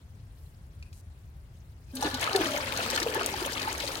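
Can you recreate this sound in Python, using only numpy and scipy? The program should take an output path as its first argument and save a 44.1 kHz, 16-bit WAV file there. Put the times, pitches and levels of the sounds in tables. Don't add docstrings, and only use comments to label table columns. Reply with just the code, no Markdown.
import sys
import numpy as np
from scipy import signal
from scipy.fft import rfft, irfft
from scipy.io import wavfile

SR = 44100
rng = np.random.default_rng(int(sys.argv[2]) if len(sys.argv) > 2 else 0)


def wrap_up_sound(samples):
    columns = np.atleast_2d(samples).T
    tamed = np.clip(columns, -1, 1)
    steps = np.round(tamed * 32767).astype(np.int16)
    wavfile.write(sys.argv[1], SR, steps)


N = 176400
T = np.arange(N) / SR
GRAIN_T = np.arange(SR // 7) / SR

# frequency_hz, relative_density_db
RUMBLE_SPECTRUM = [(22, -21), (45, -3.5), (78, 0.5), (125, -7), (200, -22), (450, -30), (1800, -38),
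                   (4000, -52), (15500, -57)]
# start_s, length_s, level_db, pitch_hz, width_hz
HANDLE_RUBS = [(0.264, 0.36, -68, 12000, 6000), (.452, .028, -70, 4100, 150)]
# start_s, level_db, pitch_hz
HANDLE_TICKS = [(.667, -53, 10000), (1.3006, -56, 12500)]
# start_s, length_s, level_db
HANDLE_SCRAPES = [(0.82, 0.092, -66), (1.872, 0.06, -62.5)]
# start_s, ring_db, snap_db
HANDLE_KNOCKS = [(0.826, -46, -46.5), (0.9284, -61, -45)]
# pitch_hz, gain_db, t60_s
HANDLE_MODES = [(2480, 2, 0.037), (2670, -4, 0.044), (4500, -5.5, 0.032), (5100, -8, 0.04)]
# time_s, bass_db, middle_db, treble_db
FLOW_LEVELS = [(1.86, -88, -70, -69), (1.94, -57, -67, -58), (1.965, -51, -52, -51), (2.0, -46, -48, -49),
               (2.03, -34.5, -41, -43), (2.07, -30.5, -30.5, -44), (2.095, -41.5, -42, -49),
               (2.19, -44.5, -37, -47), (2.225, -41.5, -27.5, -43), (2.30, -34, -35, -49),
               (2.37, -40, -30.5, -44.5), (2.5, -41, -33, -42.5), (2.66, -46, -34.5, -48),
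               (2.79, -38, -32, -43), (2.87, -40, -31, -41), (2.99, -37.5, -31.5, -43),
               (3.08, -40, -38, -45.5), (3.21, -36.5, -29.5, -51), (3.32, -42, -35.5, -42),
               (3.6, -39.5, -35, -45), (4.0, -41.5, -37, -44.5)]
FLOW_BANDS = [473, 2090, 9500]
# frequency_hz, relative_density_db
RUSH_SPECTRUM = [(220, -5.5), (320, -2), (470, -1), (700, -6.5), (870, -2), (1050, -7.5), (1500, -1.5),
                 (1950, -4.5), (2300, -4.5), (4300, -10.5), (7600, -17), (9300, -15.5), (10600, -24.5),
                 (15500, -20.5)]
# time_s, level_db
DRUM_LEVELS = [(1.9, -95), (2.05, -46.5), (2.7, -52.5), (4.0, -51.5)]
# start_s, length_s, level_db
AIR_PUFFS = [(1.934, 0.069, -44), (2.044, 0.043, -46.5), (2.131, 0.03, -41.5)]
# pitch_hz, gain_db, release_s
PIPE_MODES = [(259, 5, 0.0077), (555, -10.5, 0.012), (1600, -15, .01)]
# time_s, level_db
GUSH_LEVELS = [(1.935, -75), (1.965, -63), (2.005, -57), (2.06, -38.5), (2.10, -55), (2.155, -45.5),
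               (2.23, -76)]
# pitch_hz, gain_db
GARGLE_MODES = [(820, 0.5), (1000, -4.5), (1170, 0), (1450, 1.5), (1730, 1.5), (3500, -3), (3880, 2),
                (4200, -7)]
# start_s, level_db, pitch_hz, t60_s
SPLASH_HITS = [(1.952, -26, 9500, 0.052), (1.967, -25.5, 3800, 0.05), (2.012, -28.5, 8500, 0.041),
               (2.025, -18.5, 5470, 0.032), (2.142, -18.5, 4370, 0.043), (2.21, -21.5, 7000, 0.043),
               (2.227, -17.5, 2230, 0.029), (2.3304, -15, 3840, 0.012), (2.3602, -13, 3420, 0.022),
               (2.3615, -15.5, 7500, 0.025), (2.576, -17, 5600, 0.011), (2.774, -14.5, 5670, 0.013),
               (2.9016, -15.5, 5770, 0.014), (2.9611, -13, 4450, 0.015), (2.976, -16, 3000, 0.012),
               (3.0015, -17.5, 6140, 0.017), (3.028, -15, 4500, 0.027), (3.146, -13.5, 9140, 0.0054),
               (3.2616, -5.5, 8460, 0.0052), (3.46, -19, 8150, 0.017), (3.5756, -24.5, 4500, .01),
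               (3.618, -19, 4500, 0.018), (3.7277, -16, 6250, 0.0076), (3.801, -18.5, 4003, 0.029),
               (3.881, -21, 3560, .015)]
# start_s, level_db, pitch_hz
AIR_POCKETS = [(2.024, -20.5, 838), (2.046, -22.5, 299), (2.229, -29, 660), (2.2742, -18.5, 1260),
               (2.3087, -23, 1380), (2.347, -17.5, 396.7), (2.385, -28, 395), (2.4028, -30, 1600),
               (2.404, -19, 334), (2.437, -27, 1170), (2.546, -22.5, 606), (3.015, -29, 336),
               (2.789, -28, 678), (2.931, -26.5, 524), (2.975, -21.5, 1420), (3.0605, -21, 466),
               (3.094, -30, 490), (3.152, -26.5, 850), (3.174, -25, 455), (3.21, -22, 1220),
               (3.158, -27, 358), (3.339, -28, 824), (3.415, -29, 361.8), (3.459, -28, 552),
               (3.6747, -24, 873), (3.836, -28.5, 553), (3.886, -29.5, 532)]
# time_s, lower_hz, lower_db, upper_hz, upper_db
HOLLOW_GLIDES = [(2.28, 440, -86, 830, -79), (2.35, 405, -33, 770, -35.5), (2.41, 345, -34, 651.3, -40.5),
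                 (2.46, 295, -37, 628.2, -38.5), (2.55, 275, -45.5, 606, -38), (2.68, 240, -49.5, 548, -43),
                 (2.95, 250, -46.5, 496.4, -46.5), (3.12, 280, -49.5, 443.2, -39),
                 (3.4, 270, -49, 360, -47), (4.0, 280, -53, 337.2, -54)]
# frequency_hz, correlation
MIC_LIKENESS = [(150, .98), (400, 0.78), (750, 0.69), (1400, 0.13), (4000, 0.014)]
# frequency_hz, left_minus_right_db
MIC_BALANCE = [(200, 1.6), (550, 3), (1200, -0.5), (1800, 1), (2700, 5.5), (4200, 8.5), (6400, 3.5),
               (15000, -2.5)]
# frequency_hz, lead_s
MIC_LEAD = [(500, 0.000037), (1300, 0.0002917)]

LN_1000 = np.log(1000)
GULP_CYCLES, GULP_SCATTER = 24.2, 0.24


def from_db(db):
    return 10 ** (np.asarray(db) / 20)


def rms_one(x):
    return x / np.sqrt(np.mean(x ** 2) + 1e-20)


def in_time(rows, t=T):
    times, *columns = np.transpose(rows)
    return [np.interp(t, times, column) for column in columns]


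def at_hz(points, hz):
    frequencies, values = np.transpose(points)
    return np.interp(np.log(hz), np.log(frequencies), values)


def flow_db(levels, hz):
    shares = [np.interp(np.log(hz), np.log(FLOW_BANDS), band) for band in np.eye(len(FLOW_BANDS))]
    return sum(level * share for level, share in zip(levels, shares))


def drift(rate_hz):
    r = np.exp(-80 * np.pi * rate_hz / SR)
    slow = signal.lfilter([1], [1, -2 * r, r * r], rng.standard_normal(N // 40 + 2002))[2000:]
    return np.interp(np.arange(N) / 40, np.arange(len(slow)), rms_one(slow))


def resonate(x, hz, width_hz):
    r = np.exp(-np.pi * width_hz / SR)
    return signal.lfilter([1, 0, -1], [1, -2 * r * np.cos(2 * np.pi * hz / SR), r * r], x + 1e-18)


def ringing_noise(hz, width_hz):
    return rms_one(resonate(resonate(rng.standard_normal(N), hz, width_hz), hz, width_hz))


def noise_bands(spectrum):
    edges = np.geomspace(22, 17000, 30)
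    centres = np.sqrt(edges[1:] * edges[:-1])
    power = from_db(at_hz(spectrum, centres)) ** 2 * np.diff(edges)
    white = rng.standard_normal((2, 2, N))
    for k, hz in enumerate(centres):
        bandpass = signal.butter(2, edges[k:k + 2], "band", fs=SR, output="sos")
        mid, side = signal.sosfilt(bandpass, white[k % 2])
        alike = at_hz(MIC_LIKENESS, hz)
        pair = np.sqrt(1 + alike) * mid + np.sqrt(1 - alike) * side * [[1], [-1]]
        yield hz, np.sqrt(power[k] / power.sum()) * rms_one(pair)


def place(out, start_s, sound, scatter=1, pan_spread_db=4.5, lead_spread_s=.00004):
    pan_db, lead_s = scatter * rng.normal(0, [pan_spread_db, lead_spread_s])
    for channel, side in enumerate((.5, -.5)):
        i = min(N, int((start_s - side * lead_s) * SR))
        out[channel, i:i + len(sound)] += from_db(side * pan_db) * sound[:N - i]


def stroke(start_s, length_s):
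    return np.sin(np.pi * np.clip((T - start_s) / length_s, 0, 1)) ** 2


def burst(hz, relative_width, t60_s, swell_share=0.028, grain_spread_db=5, crest=8.56):
    t = GRAIN_T[:int(t60_s * SR)]
    impacts, sizes = rng.standard_normal((2, len(GRAIN_T)))[:, :len(t)]
    envelope = np.minimum(t / (swell_share * t60_s), 1) * np.exp(-LN_1000 * t / t60_s)
    cluster = impacts * from_db(grain_spread_db * sizes) * envelope
    return rms_one(resonate(cluster, hz, relative_width * hz)) / crest


def bubble(hz, decay_cycles, swell_cycles=1, rise=0.087):
    swell_s, t60_s = swell_cycles / hz, decay_cycles / hz
    t = GRAIN_T[:int((swell_s + t60_s) * SR)]
    envelope = np.minimum(t / swell_s, 1) * np.exp(-LN_1000 * np.maximum(t - swell_s, 0) / t60_s)
    return envelope * np.sin(2 * np.pi * hz * (t + rise * t * t / (2 * t60_s)))


def random_grains(per_s, low_hz, high_hz, spread_db):
    wait, pitch, size = rng.random((3, 3000))
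    start_s = FLOW_LEVELS[0][0] - np.cumsum(np.log(1 - wait)) / per_s
    hz = low_hz * (high_hz / low_hz) ** pitch
    db = flow_db(in_time(FLOW_LEVELS, start_s), hz) + spread_db * np.minimum(-np.log(size), 3)
    return np.transpose([start_s, hz, from_db(db)])[start_s < N / SR]


def rumble(level_db=-46.5):
    return from_db(level_db) * sum(band for _, band in noise_bands(RUMBLE_SPECTRUM))


def handle():
    out = np.zeros((2, N))
    for start_s, ring_db, snap_db in HANDLE_KNOCKS:
        ring = sum(from_db(db) * np.exp(-LN_1000 * GRAIN_T / t60_s) * np.sin(2 * np.pi * hz * GRAIN_T)
                   for hz, db, t60_s in HANDLE_MODES)
        place(out, start_s, from_db(ring_db) * ring)
        place(out, start_s, from_db(snap_db) * burst(hz=4000, relative_width=0.85, t60_s=0.035))
    for start_s, db, hz in HANDLE_TICKS:
        place(out, start_s, from_db(db) * burst(hz, relative_width=.3, t60_s=.015))
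    scrape = rms_one(sum(from_db(db) * resonate(rng.standard_normal((2, N)), hz, 2 / t60_s)
                         for hz, db, t60_s in HANDLE_MODES))
    for start_s, length_s, db in HANDLE_SCRAPES:
        out += from_db(db) * stroke(start_s, length_s) * scrape
    for start_s, length_s, db, hz, width_hz in HANDLE_RUBS:
        rub = rms_one(resonate(rng.standard_normal((2, N)), hz, width_hz))
        out += from_db(db) * stroke(start_s, length_s) * rub
    return out


def creak(start_s=.93, length_s=0.083, slips_per_s=130, level_db=-59):
    slips = (T > start_s) * (T < start_s + length_s) * (1 - .5 * (T * slips_per_s % 1))
    hiss = rms_one(resonate(rng.standard_normal((2, N)), hz=7660, width_hz=5300))
    return from_db(level_db) * slips * hiss


def rush(level_db=-38.5, low_cut_hz=214, surge_db=1, flicker_db=3):
    levels = in_time(FLOW_LEVELS)
    last_second = in_time(FLOW_LEVELS, T[N * 3 // 4:])
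    surge = surge_db * drift(rate_hz=20)
    out = 0
    for hz, band in noise_bands(RUSH_SPECTRUM):
        relative_db = flow_db(levels, hz) - flow_db(last_second, hz).mean()
        out += band * from_db(relative_db + surge + flicker_db * drift(rate_hz=43))
    low_cut = signal.butter(4, low_cut_hz, "high", fs=SR, output="sos")
    return from_db(level_db) * signal.sosfilt(low_cut, out)


def hoots(attack_s=0.003, waver=0.0139):
    out = 0
    for hz, mode_db, release_s in PIPE_MODES:
        blow = 0
        for start_s, length_s, db in AIR_PUFFS:
            attack = np.clip((T - start_s) / attack_s, 0, 1)
            release = np.exp(-np.maximum(T - start_s - length_s, 0) / release_s)
            blow += from_db(db) * attack * release
        pitch_hz = hz * (1 + waver * drift(rate_hz=39.5))
        out += from_db(mode_db) * blow * rms_one(np.sin(2 * np.pi * np.cumsum(pitch_hz) / SR))
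    return out


def gargle(q=58):
    gush = from_db(in_time(GUSH_LEVELS)[0]) * (T > GUSH_LEVELS[0][0]) * (T < GUSH_LEVELS[-1][0])
    return gush * sum(from_db(db) * ringing_noise(hz, 2 * hz / q) for hz, db in GARGLE_MODES)


def inlet(left_lag_s=0.00013):
    pipe = hoots() + gargle()
    return np.array([np.interp(T - left_lag_s, T, pipe), pipe])


def spray(splash_gain_db=-3, drop_gain_db=3.5):
    out = np.zeros((2, N))
    for start_s, db, hz, t60_s in SPLASH_HITS:
        place(out, start_s, from_db(db + splash_gain_db) * burst(hz, relative_width=0.44, t60_s=t60_s))
    for start_s, hz, gain in random_grains(per_s=260, low_hz=3140, high_hz=13200, spread_db=5):
        place(out, start_s, from_db(drop_gain_db) * gain * burst(hz, relative_width=0.52, t60_s=0.0068))
    return out


def bubbles(churn_gain_db=-4, swarm_gain_db=-2):
    out = np.zeros((2, N))
    for start_s, hz, gain in random_grains(per_s=120, low_hz=379, high_hz=1100, spread_db=4):
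        place(out, start_s, from_db(churn_gain_db) * gain * bubble(hz, GULP_CYCLES / 2), GULP_SCATTER)
    for start_s, hz, gain in random_grains(per_s=260, low_hz=931, high_hz=5630, spread_db=4):
        place(out, start_s, from_db(swarm_gain_db) * gain * bubble(hz, decay_cycles=25))
    return out


def porcelain(direct, t60_s=0.029, echo_db=-3, low_cut_hz=1200):
    echoes = rng.standard_normal((2, len(GRAIN_T))) * np.exp(-LN_1000 * GRAIN_T / t60_s)
    low_cut = signal.butter(2, low_cut_hz, "high", fs=SR, output="sos")
    echoes = signal.sosfilt(low_cut, echoes / np.linalg.norm(echoes[0]))
    return direct + from_db(echo_db) * signal.fftconvolve(direct, echoes, axes=1)[:, :N]


def cavity(bubbling, hz=880, flow_gain_db=-11, struck_gain_db=-1.5, struck_width_hz=50):
    sustained = from_db(flow_db(in_time(FLOW_LEVELS), hz)) * ringing_noise(hz, width_hz=130)
    struck = np.pi * struck_width_hz / SR * resonate(bubbling, hz, struck_width_hz)
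    return from_db(flow_gain_db) * sustained + from_db(struck_gain_db) * struck


def drumming():
    return from_db(in_time(DRUM_LEVELS)[0]) * ringing_noise(hz=103.6, width_hz=65)


def gulps(pop_gain_db=-6.5, shed_gain_db=-12, shed_within_s=.02, shed_octaves=0.817):
    out = np.zeros((2, N))
    for start_s, db, hz in AIR_POCKETS:
        ring = bubble(hz, GULP_CYCLES, swell_cycles=2.5, rise=0.047)
        place(out, start_s, from_db(db) * ring, GULP_SCATTER)
        pop = burst(hz=1130, relative_width=0.64, t60_s=0.027)
        place(out, start_s + 1 / hz, from_db(db + pop_gain_db) * pop)
        delays_s = rng.uniform(0, shed_within_s, size=3)
        pitches_hz = hz * 2 ** np.abs(rng.normal(0, shed_octaves, size=3))
        for delay_s, shed_hz in zip(delays_s, pitches_hz):
            shed = from_db(db + shed_gain_db) * bubble(shed_hz, GULP_CYCLES)
            place(out, start_s + delay_s, shed, GULP_SCATTER)
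    return out


def hollows(flutter_hz=43):
    lower_hz, lower_db, upper_hz, upper_db = in_time(HOLLOW_GLIDES)
    out = 0
    for hz, db in ((lower_hz, lower_db), (upper_hz, upper_db)):
        phase = 2 * np.pi * np.cumsum(hz) / SR
        narrow_noise = drift(flutter_hz) * np.cos(phase) + drift(flutter_hz) * np.sin(phase)
        out += from_db(db) * rms_one(narrow_noise)
    return (T > HOLLOW_GLIDES[0][0]) * out


def scene():
    distance = rumble()
    water = rush() + inlet() + drumming() + hollows()
    bubbling = gulps() + bubbles()
    return distance + water + cavity(bubbling) + porcelain(bubbling + spray()) + handle() + creak()


def record(dry, cutoff_hz=16000):
    hz = np.maximum(np.arange(N + 1) * SR / (2 * N), 1)
    side = np.array([[.5], [-.5]])
    colour = from_db(side * at_hz(MIC_BALANCE, hz))
    lead = np.exp(2j * np.pi * hz * side * at_hz(MIC_LEAD, hz))
    heard = irfft(rfft(dry, 2 * N) * colour * lead)[:, :N]
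    return signal.sosfilt(signal.ellip(12, .2, 80, cutoff_hz, fs=SR, output="sos"), heard)


dry = scene()
out = record(dry)
wrap_up_sound(out)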